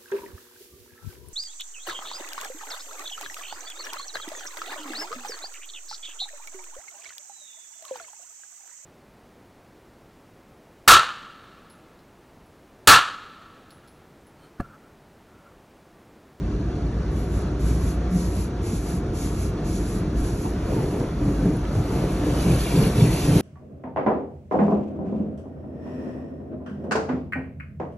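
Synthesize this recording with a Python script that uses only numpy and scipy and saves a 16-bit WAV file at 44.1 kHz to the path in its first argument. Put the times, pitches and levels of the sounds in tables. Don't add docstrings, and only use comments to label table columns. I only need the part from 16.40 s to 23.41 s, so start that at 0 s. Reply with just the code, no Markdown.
import sys
import numpy as np
from scipy import signal
from scipy.fft import rfft, irfft, next_fast_len
from scipy.io import wavfile
from scipy.ndimage import uniform_filter1d, map_coordinates

SR = 44100
rng = np.random.default_rng(int(sys.argv[2]) if len(sys.argv) > 2 else 0)


def unload_audio(sound):
    columns = np.transpose(np.atleast_2d(sound))
    steps = np.round(np.clip(columns, -1, 1) * 32767)
    wavfile.write(sys.argv[1], SR, steps.astype(np.int16))


N = 309141

TOP_HZ = 14885
DRONE_HZ, WHINE_HZ = 59.1, 713
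DRONE_CUT_DB, BUZZ_DB = -6, -20
TRIM_DB, FLARE_AT_S, FLARE_S, FLARE_DB = -38.5, 1.767, 0.04, -23
BACK_AFTER_S, BACK_LONGER = 0.15, 1.2
OUT_TAPER, BACK_TAPER = 0.75, 1.35
SLAP_CUT_DB = -1.0
THUMP_RISE_S, THUMP_DECAY_S = 0.0019, 0.011
OVERTONE_RATIO, OVERTONE_DB, OVERTONE_SCATTER_DB = 2.22, -8.5, 1.6
PATTER_PER_S, PATTER_SCATTER, PATTER_SPREAD_DB = 460, 0.034, 3
PATTER_DB, DRIP_DB = -11, -60.5


def amp(db):
    return 10 ** (np.asarray(db) / 20)


def unit(x):
    return x / np.sqrt(np.mean(x ** 2) + 1e-20)


def along(points, hz):
    f, v = np.transpose(points)
    return np.interp(np.log(hz + 1), np.log(f + 1), v)


def curve(rows):
    return np.interp(np.arange(N) / SR, *np.transpose(rows))


def wobble(rate):
    knots = np.arange(0, N * rate / SR + 1, 1 / 8)
    values = rng.standard_normal(int(knots[-1]) + 4)
    return np.interp(np.arange(N) * rate / SR, knots, map_coordinates(values, [knots]))


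def filtered(x, response):
    size = next_fast_len(N + SR // 4, real=True)
    return irfft(rfft(x, size) * response(np.fft.rfftfreq(size, 1 / SR)), size)[..., :N]


def rush(patchy_db):
    z = signal.stft(rng.standard_normal((2, N)), nperseg=1024)[2]
    field = uniform_filter1d(rng.standard_normal(z.shape[1:]), size=5, axis=0)
    field = uniform_filter1d(field, size=12, axis=1)
    patchy = z * amp(patchy_db * unit(field))
    return unit(signal.istft(patchy, nperseg=1024)[1][:, :N])


def drops(rate, spread_db):
    lands = rng.random((2, N)) < rate / SR
    count = lands.sum()
    size_db = spread_db * np.clip(rng.standard_normal(count), -2, 2)
    shower = np.zeros((2, N))
    shower[lands] = rng.choice([-1, 1], count) * amp(size_db)
    return unit(shower)


def at_ports(pair, spectrum):
    # (frequency [Hz], left lead [rad], likeness [0-1])
    ports = np.array([(150, 0, 1), (300, -.05, .99), (500, 0, .9), (850, .1, .67), (1250, .2, .7),
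                      (1450, .05, .55), (1850, .1, .93), (2300, .7, .88), (2900, 1.1, .8), (3500, 1, .6),
                      (4100, 1, .6), (4600, 2.1, .62), (5000, 3.3, .75), (5400, 4.9, .55), (5800, 6.2, .96),
                      (6500, 7, .86), (9100, 9.45, .99), (11500, 11.7, .9), (13000, 12.6, .98)])
    size = next_fast_len(N + SR // 8, real=True)
    hz = np.fft.rfftfreq(size, 1 / SR)
    alike = np.clip(along(ports[:, [0, 2]], hz), 0, 1)
    coloured = rfft(pair, size) * amp(along(spectrum, hz))
    mid, side = coloured * np.sqrt([1 + alike, 1 - alike])
    half_lead = np.exp(.5j * np.interp(hz, ports[:, 0], ports[:, 1]))
    return unit(irfft([(mid + side) * half_lead, (mid - side) / half_lead], size)[:, :N])


def hum(hz, width_hz):
    return unit(filtered(rng.standard_normal(N), lambda f: 1 / (1 + (2 * (f - hz) / width_hz) ** 2)))


def resonate(x, modes):
    def response(f):
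        return sum((-1) ** k * amp(db) * 1j * f * w / (c * c - f * f + 1j * f * w)
                   for k, (c, w, db) in enumerate(modes))
    return filtered(x, response)


def swell(start, length, taper):
    u = (np.arange(N) / SR - start) / length
    inside = (u > 0) & (u < 1)
    gain = np.zeros(N)
    gain[inside] = np.sin(np.pi * u[inside]) ** taper
    return gain


def steadied(x, span_s):
    power = uniform_filter1d(x ** 2, size=int(span_s * SR))
    return unit(x / np.sqrt(np.abs(power) + 1e-12))


def pumps():
    # (frequency [Hz], relative density [dB per Hz])
    rumble_spectrum = [(15, -48), (28, -21), (40, -7), (53, -2), (75, -8.5), (110, -9.5), (190, -9),
                       (255, -13.5), (310, -9), (380, -13), (480, -22.5), (650, -54), (1100, -90)]
    # (time [s], level [dB])
    rumble_level = [(0, -29), (1.2, -29), (2.4, -28), (3.9, -26), (4.2, -29.5), (4.75, -28), (5.6, -27),
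                    (7.01, -25.5)]
    # (frequency [Hz], width [Hz], level [dB])
    cabin_modes = [(49, 6, -35.5), (88.6, 26, -34.5), (129, 30, -38), (158.3, 9.1, -42), (297, 22, -42.5)]
    # (time [s], level [dB])
    drone_table = [(0, -25), (.35, -24), (.48, -23), (.77, -19), (.86, -23), (1.15, -22.5), (1.3, -14.5),
                   (1.55, -21), (1.9, -21.5), (2.05, -29), (2.7, -36), (2.97, -21.5), (3.2, -33),
                   (3.85, -27), (4.2, -28.5), (4.72, -47), (5.6, -25.5), (6.2, -26), (6.5, -30),
                   (7.01, -33)]
    # (time [s], level [dB])
    whine_level = [(.2, -60), (.3, -47), (.5, -53), (.62, -63), (1.15, -51), (1.45, -58), (1.6, -45),
                   (1.85, -52), (1.98, -62), (2.15, -47.5), (2.35, -57), (2.55, -48), (2.9, -50.5),
                   (3.05, -61), (3.3, -51.5), (4.2, -53.5), (7.01, -45.5)]
    t = np.arange(N) / SR
    rumble = amp(curve(rumble_level) + 0.23 * wobble(5.9)) * at_ports(rush(patchy_db=0.6), rumble_spectrum)
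    booms = sum(amp(db) * hum(hz, width) for hz, width, db in cabin_modes)

    drone_db = curve(drone_table)
    drone_tone = unit(np.sin(2 * np.pi * DRONE_HZ * t + 0.7 * wobble(6.0)))
    drone = amp(drone_db + DRONE_CUT_DB + 1.1 * wobble(5.33)) * drone_tone
    buzz = amp(drone_db + BUZZ_DB) * hum(hz=250, width_hz=120)

    flare = np.exp(-.5 * ((t - FLARE_AT_S) / FLARE_S) ** 2)
    trim = (amp(TRIM_DB) + amp(FLARE_DB) * flare) * hum(hz=182.2, width_hz=28)
    whine_tone = unit(np.sin(2 * np.pi * WHINE_HZ * t + 0.91 * wobble(20)))
    whine = amp(curve(whine_level) + 1.4 * wobble(9)) * whine_tone
    return rumble + booms + drone + buzz + trim + whine


def falling_water():
    # (frequency [Hz], relative density [dB per Hz])
    wash_spectrum = [(250, -22), (420, -3.5), (560, -6), (700, -7), (800, -13), (930, -12.5), (1400, -14),
                     (1900, -21.5), (2600, -26.5), (4200, -29), (6200, -30), (7800, -38.5), (10700, -37),
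                     (12500, -75)]
    # (time [s], level [dB])
    flow_level = [(0, -41.5), (1.3, -38.5), (2.2, -40), (5.2, -37.5), (5.6, -34.5), (7.01, -35)]
    return amp(curve(flow_level) + 0.71 * wobble(12)) * at_ports(rush(patchy_db=1.0), wash_spectrum)


def pane_drops():
    # (frequency [Hz], width [Hz], relative level [dB])
    pane_modes = np.array([(2320, 50, 0.5), (2705, 34, -2), (2970, 45, -21), (3496, 28, -2.5),
                           (4050, 69, -1), (4440, 50, 2)])
    t = np.arange(SR // 32) / SR
    count = int(PATTER_PER_S * N / SR)
    when, mode, side, pitch, size = rng.random((count, 5)).T
    hz, width, db = pane_modes[(mode * len(pane_modes)).astype(int)].T
    hz = hz * (1 + PATTER_SCATTER * (2 * pitch - 1))
    gain = amp(db - PATTER_SPREAD_DB * np.log(np.maximum(size, 1 / 20)))
    decay = np.exp(-np.pi * width[:, None] * t)
    rings = gain[:, None] * decay * np.sin(2 * np.pi * hz[:, None] * t)
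    at = (when * (N - len(t))).astype(int) + N * (side < .5)
    places = at[:, None] + np.arange(len(t))
    return unit(np.bincount(places.ravel(), rings.ravel(), 2 * N).reshape(2, N))


def window_spray():
    # (frequency [Hz], relative density [dB per Hz])
    spray_spectrum = [(500, -6.5), (1000, -1.5), (1500, -8.5), (1900, -8), (2300, -4.5), (2700, -3),
                      (3200, -6.5), (4300, -6), (5200, -7.5), (8000, -8), (10700, -2.5), (12000, -11.5),
                      (13200, -27), (14500, -48)]
    # (time [s], level [dB])
    approach_level = [(0, -77), (3, -65), (4.15, -57), (4.36, -49), (4.75, -57.5), (5.2, -57), (5.57, -44),
                      (5.8, -45.5), (6.08, -35.5), (6.47, -34), (6.53, -41), (6.57, -35), (7.01, -33)]
    spray = amp(curve(approach_level) + 0.76 * wobble(40))
    shower = rush(patchy_db=3.0) + 0.61 * drops(rate=1200, spread_db=0.0)
    patter = at_ports(pane_drops(), [(1200, -15), (2200, 0.5), (4600, -1), (7000, -15)])
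    patter_gain = np.hypot(amp(PATTER_DB) * spray, amp(DRIP_DB))
    return spray * at_ports(shower, spray_spectrum) + patter_gain * patter


def swinging_jets():
    # (frequency [Hz], relative density [dB per Hz])
    jet_spectrum = [(1200, -48), (2200, -2.5), (3200, -7.5), (4200, -3.5), (5200, -2.5), (6300, -0.3),
                    (7300, 1), (8800, -8), (10700, 3.5), (12000, -9.5), (13000, -31), (14000, -60)]
    # (start [s], out-stroke length [s], out level [dB], back level [dB])
    swings = [(0.699, 0.19, -51, -48), (1.186, 0.21, -43.5, -44), (1.695, 0.22, -42.5, -43),
              (2.213, 0.22, -41.5, -42), (2.726, 0.22, -40.5, -42.5), (3.235, .22, -41.5, -43),
              (3.743, 0.24, -44, -45.5), (4.246, 0.26, -48, -50), (4.763, 0.29, -51, -52),
              (5.286, 0.17, -50.5, -50)]
    # (frequency [Hz], gain [dB])
    back_tilt = [(5000, -0.5), (7500, -1), (10500, 0.5)]

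    def mist():
        return at_ports(rush(patchy_db=1.5) + .5 * drops(rate=3000, spread_db=4.5), jet_spectrum)

    out_gain = sum(amp(out_db) * swell(s, length, taper=OUT_TAPER) for s, length, out_db, _ in swings)
    back_gain = sum(amp(back_db) * swell(s + BACK_AFTER_S, BACK_LONGER * length, taper=BACK_TAPER)
                    for s, length, _, back_db in swings)
    back_mist = filtered(mist(), lambda hz: amp(along(back_tilt, hz)))
    return amp(0.88 * wobble(28)) * (out_gain * mist() + back_gain * back_mist)


def thumps():
    # (time [s], level [dB], pitch [Hz])
    slugs = [(.968, -12.5, 93), (1.239, -18, 104), (1.31, -15, 119), (1.437, -11, 90), (1.806, -14, 180),
             (1.967, -15, 190), (2.329, -15.5, 178), (2.806, -17, 126), (3.817, -14, 55), (4.839, -13, 140),
             (4.874, -18, 177), (5.054, -12, 185), (5.114, -12, 152), (5.376, -11, 117), (5.401, -9.5, 130),
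             (5.834, -15, 283), (6.08, -12, 140), (6.389, -14, 116), (6.429, -13, 105), (6.606, -13, 172),
             (6.623, -12, 116), (6.734, -14, 140), (6.964, -9, 124)]
    out = np.zeros(N)
    t = np.arange(SR // 8) / SR
    fade = np.exp(-t / THUMP_DECAY_S)
    rise = 1 - np.exp(-t / THUMP_RISE_S)
    for s, db, hz in slugs:
        phase = 2 * np.pi * hz * t
        overtone_gain = amp(OVERTONE_DB + rng.normal(0, OVERTONE_SCATTER_DB))
        ring = fade * np.sin(phase) + overtone_gain * fade ** 2 * np.sin(OVERTONE_RATIO * phase)
        room = out[round(s * SR):][:len(t)]
        room += (amp(db) * ring * rise)[:len(room)]
    return out


def splats():
    # (time [s], centre [Hz], width [Hz], life: twice the rise to the peak [s], level [dB])
    splashes = [(4.045, 880, 260, 0.022, -34), (4.6, 3500, 5000, .003, -44),
                (5.16, 10500, 1300, .0099, -48), (5.251, 2490, 1600, 0.0048, -43),
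                (6.1, 2550, 200, .018, -41), (6.115, 3500, 120, .014, -47), (6.428, 2870, 110, 0.015, -33),
                (6.43, 2340, 120, .018, -41), (6.595, 3460, 110, .025, -42), (6.635, 2690, 110, .025, -41),
                (6.74, 2250, 90, 0.018, -47)]
    out = np.zeros((2, N))
    t = np.arange(SR // 4) / SR
    for s, hz, width_hz, life, db in splashes:
        edges = [hz - width_hz / 2, hz + width_hz / 2]
        band = signal.butter(3, edges, "bandpass", fs=SR, output="sos")
        burst = unit(signal.sosfilt(band, rng.standard_normal((2, len(t)))))
        envelope = (2 * t / life) * np.exp(1 - 2 * t / life)
        out[:, round(s * SR):][:, :len(t)] += amp(db) * burst * envelope
    return out


def drumming():
    # (frequency [Hz], width [Hz], relative level [dB])
    panel_modes = [(105.7, 19, -3.5), (127.6, 19.2, 0.5), (159, 22, -2.5), (209, 45, -8)]
    # (frequency [Hz], relative density [dB per Hz])
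    slap_spectrum = [(120, -13), (240, 1), (330, -4), (400, 0), (470, -3.5), (620, -11.5), (900, -16),
                     (1300, -29), (2500, -32), (5000, -68)]
    # (middle [s], length [s], boom level [dB], slap level before its cut [dB], door level [dB])
    surges = np.array([(4.371, 0.25, -27, -25, -36.5), (4.58, 0.21, -41, -27, -30.5),
                       (4.875, 0.18, -24, -30.5, -26), (5.079, 0.21, -22.5, -30, -26),
                       (5.39, 0.17, -24, -31, -30.5), (5.588, 0.27, -27.5, -28.5, -33.5),
                       (5.913, 0.25, -28.5, -28, -27.5), (6.11, 0.17, -18, -24, -30),
                       (6.417, 0.21, -16.5, -23.5, -34), (6.633, 0.18, -14.5, -26, -33),
                       (6.76, 0.086, -29, -34, -39), (6.942, .23, -17.5, -23.5, -29)])
    shapes = np.array([swell(s - length / 2, length, taper=1.13) for s, length, *_ in surges])
    boom_peak, slap_peak, door_peak = amp(surges[:, 2:].T)
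    boom_gain = boom_peak @ shapes
    slap_gain = amp(SLAP_CUT_DB) * slap_peak @ shapes ** 0.47
    door_gain = door_peak @ shapes ** 0.58

    def soft(f):
        return (f / 80) ** 4 / (1 + (f / 80) ** 4) / (1 + (f / 450) ** 4)

    slugs = drops(rate=450, spread_db=3.0)
    boom = steadied(filtered(resonate(slugs[0], panel_modes), soft), span_s=0.062)
    slap = at_ports(slugs + 1.08 * rush(patchy_db=1.5), slap_spectrum)
    door = steadied(hum(hz=293.4, width_hz=17), span_s=0.03)
    return boom_gain * boom + slap_gain * slap + door_gain * door


def cabin(x, wet):
    walls = np.zeros(SR // 16)
    delays_s = rng.uniform(.003, .03, size=12)
    echoes = unit(rng.standard_normal(len(delays_s))) / np.sqrt(len(delays_s))
    walls[(delays_s * SR).astype(int)] = wet * echoes
    walls[0] = 1
    return signal.fftconvolve(x, walls[None] / np.linalg.norm(walls), axes=1)[:, :N]


def scene():
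    through_body = pumps() + drumming() + thumps()
    by_windows = falling_water() + swinging_jets() + window_spray() + splats()
    return through_body + cabin(by_windows, wet=0.24)


def record(dry):
    return filtered(dry, lambda hz: hz < TOP_HZ)


dry = scene()
out = record(dry)
unload_audio(out)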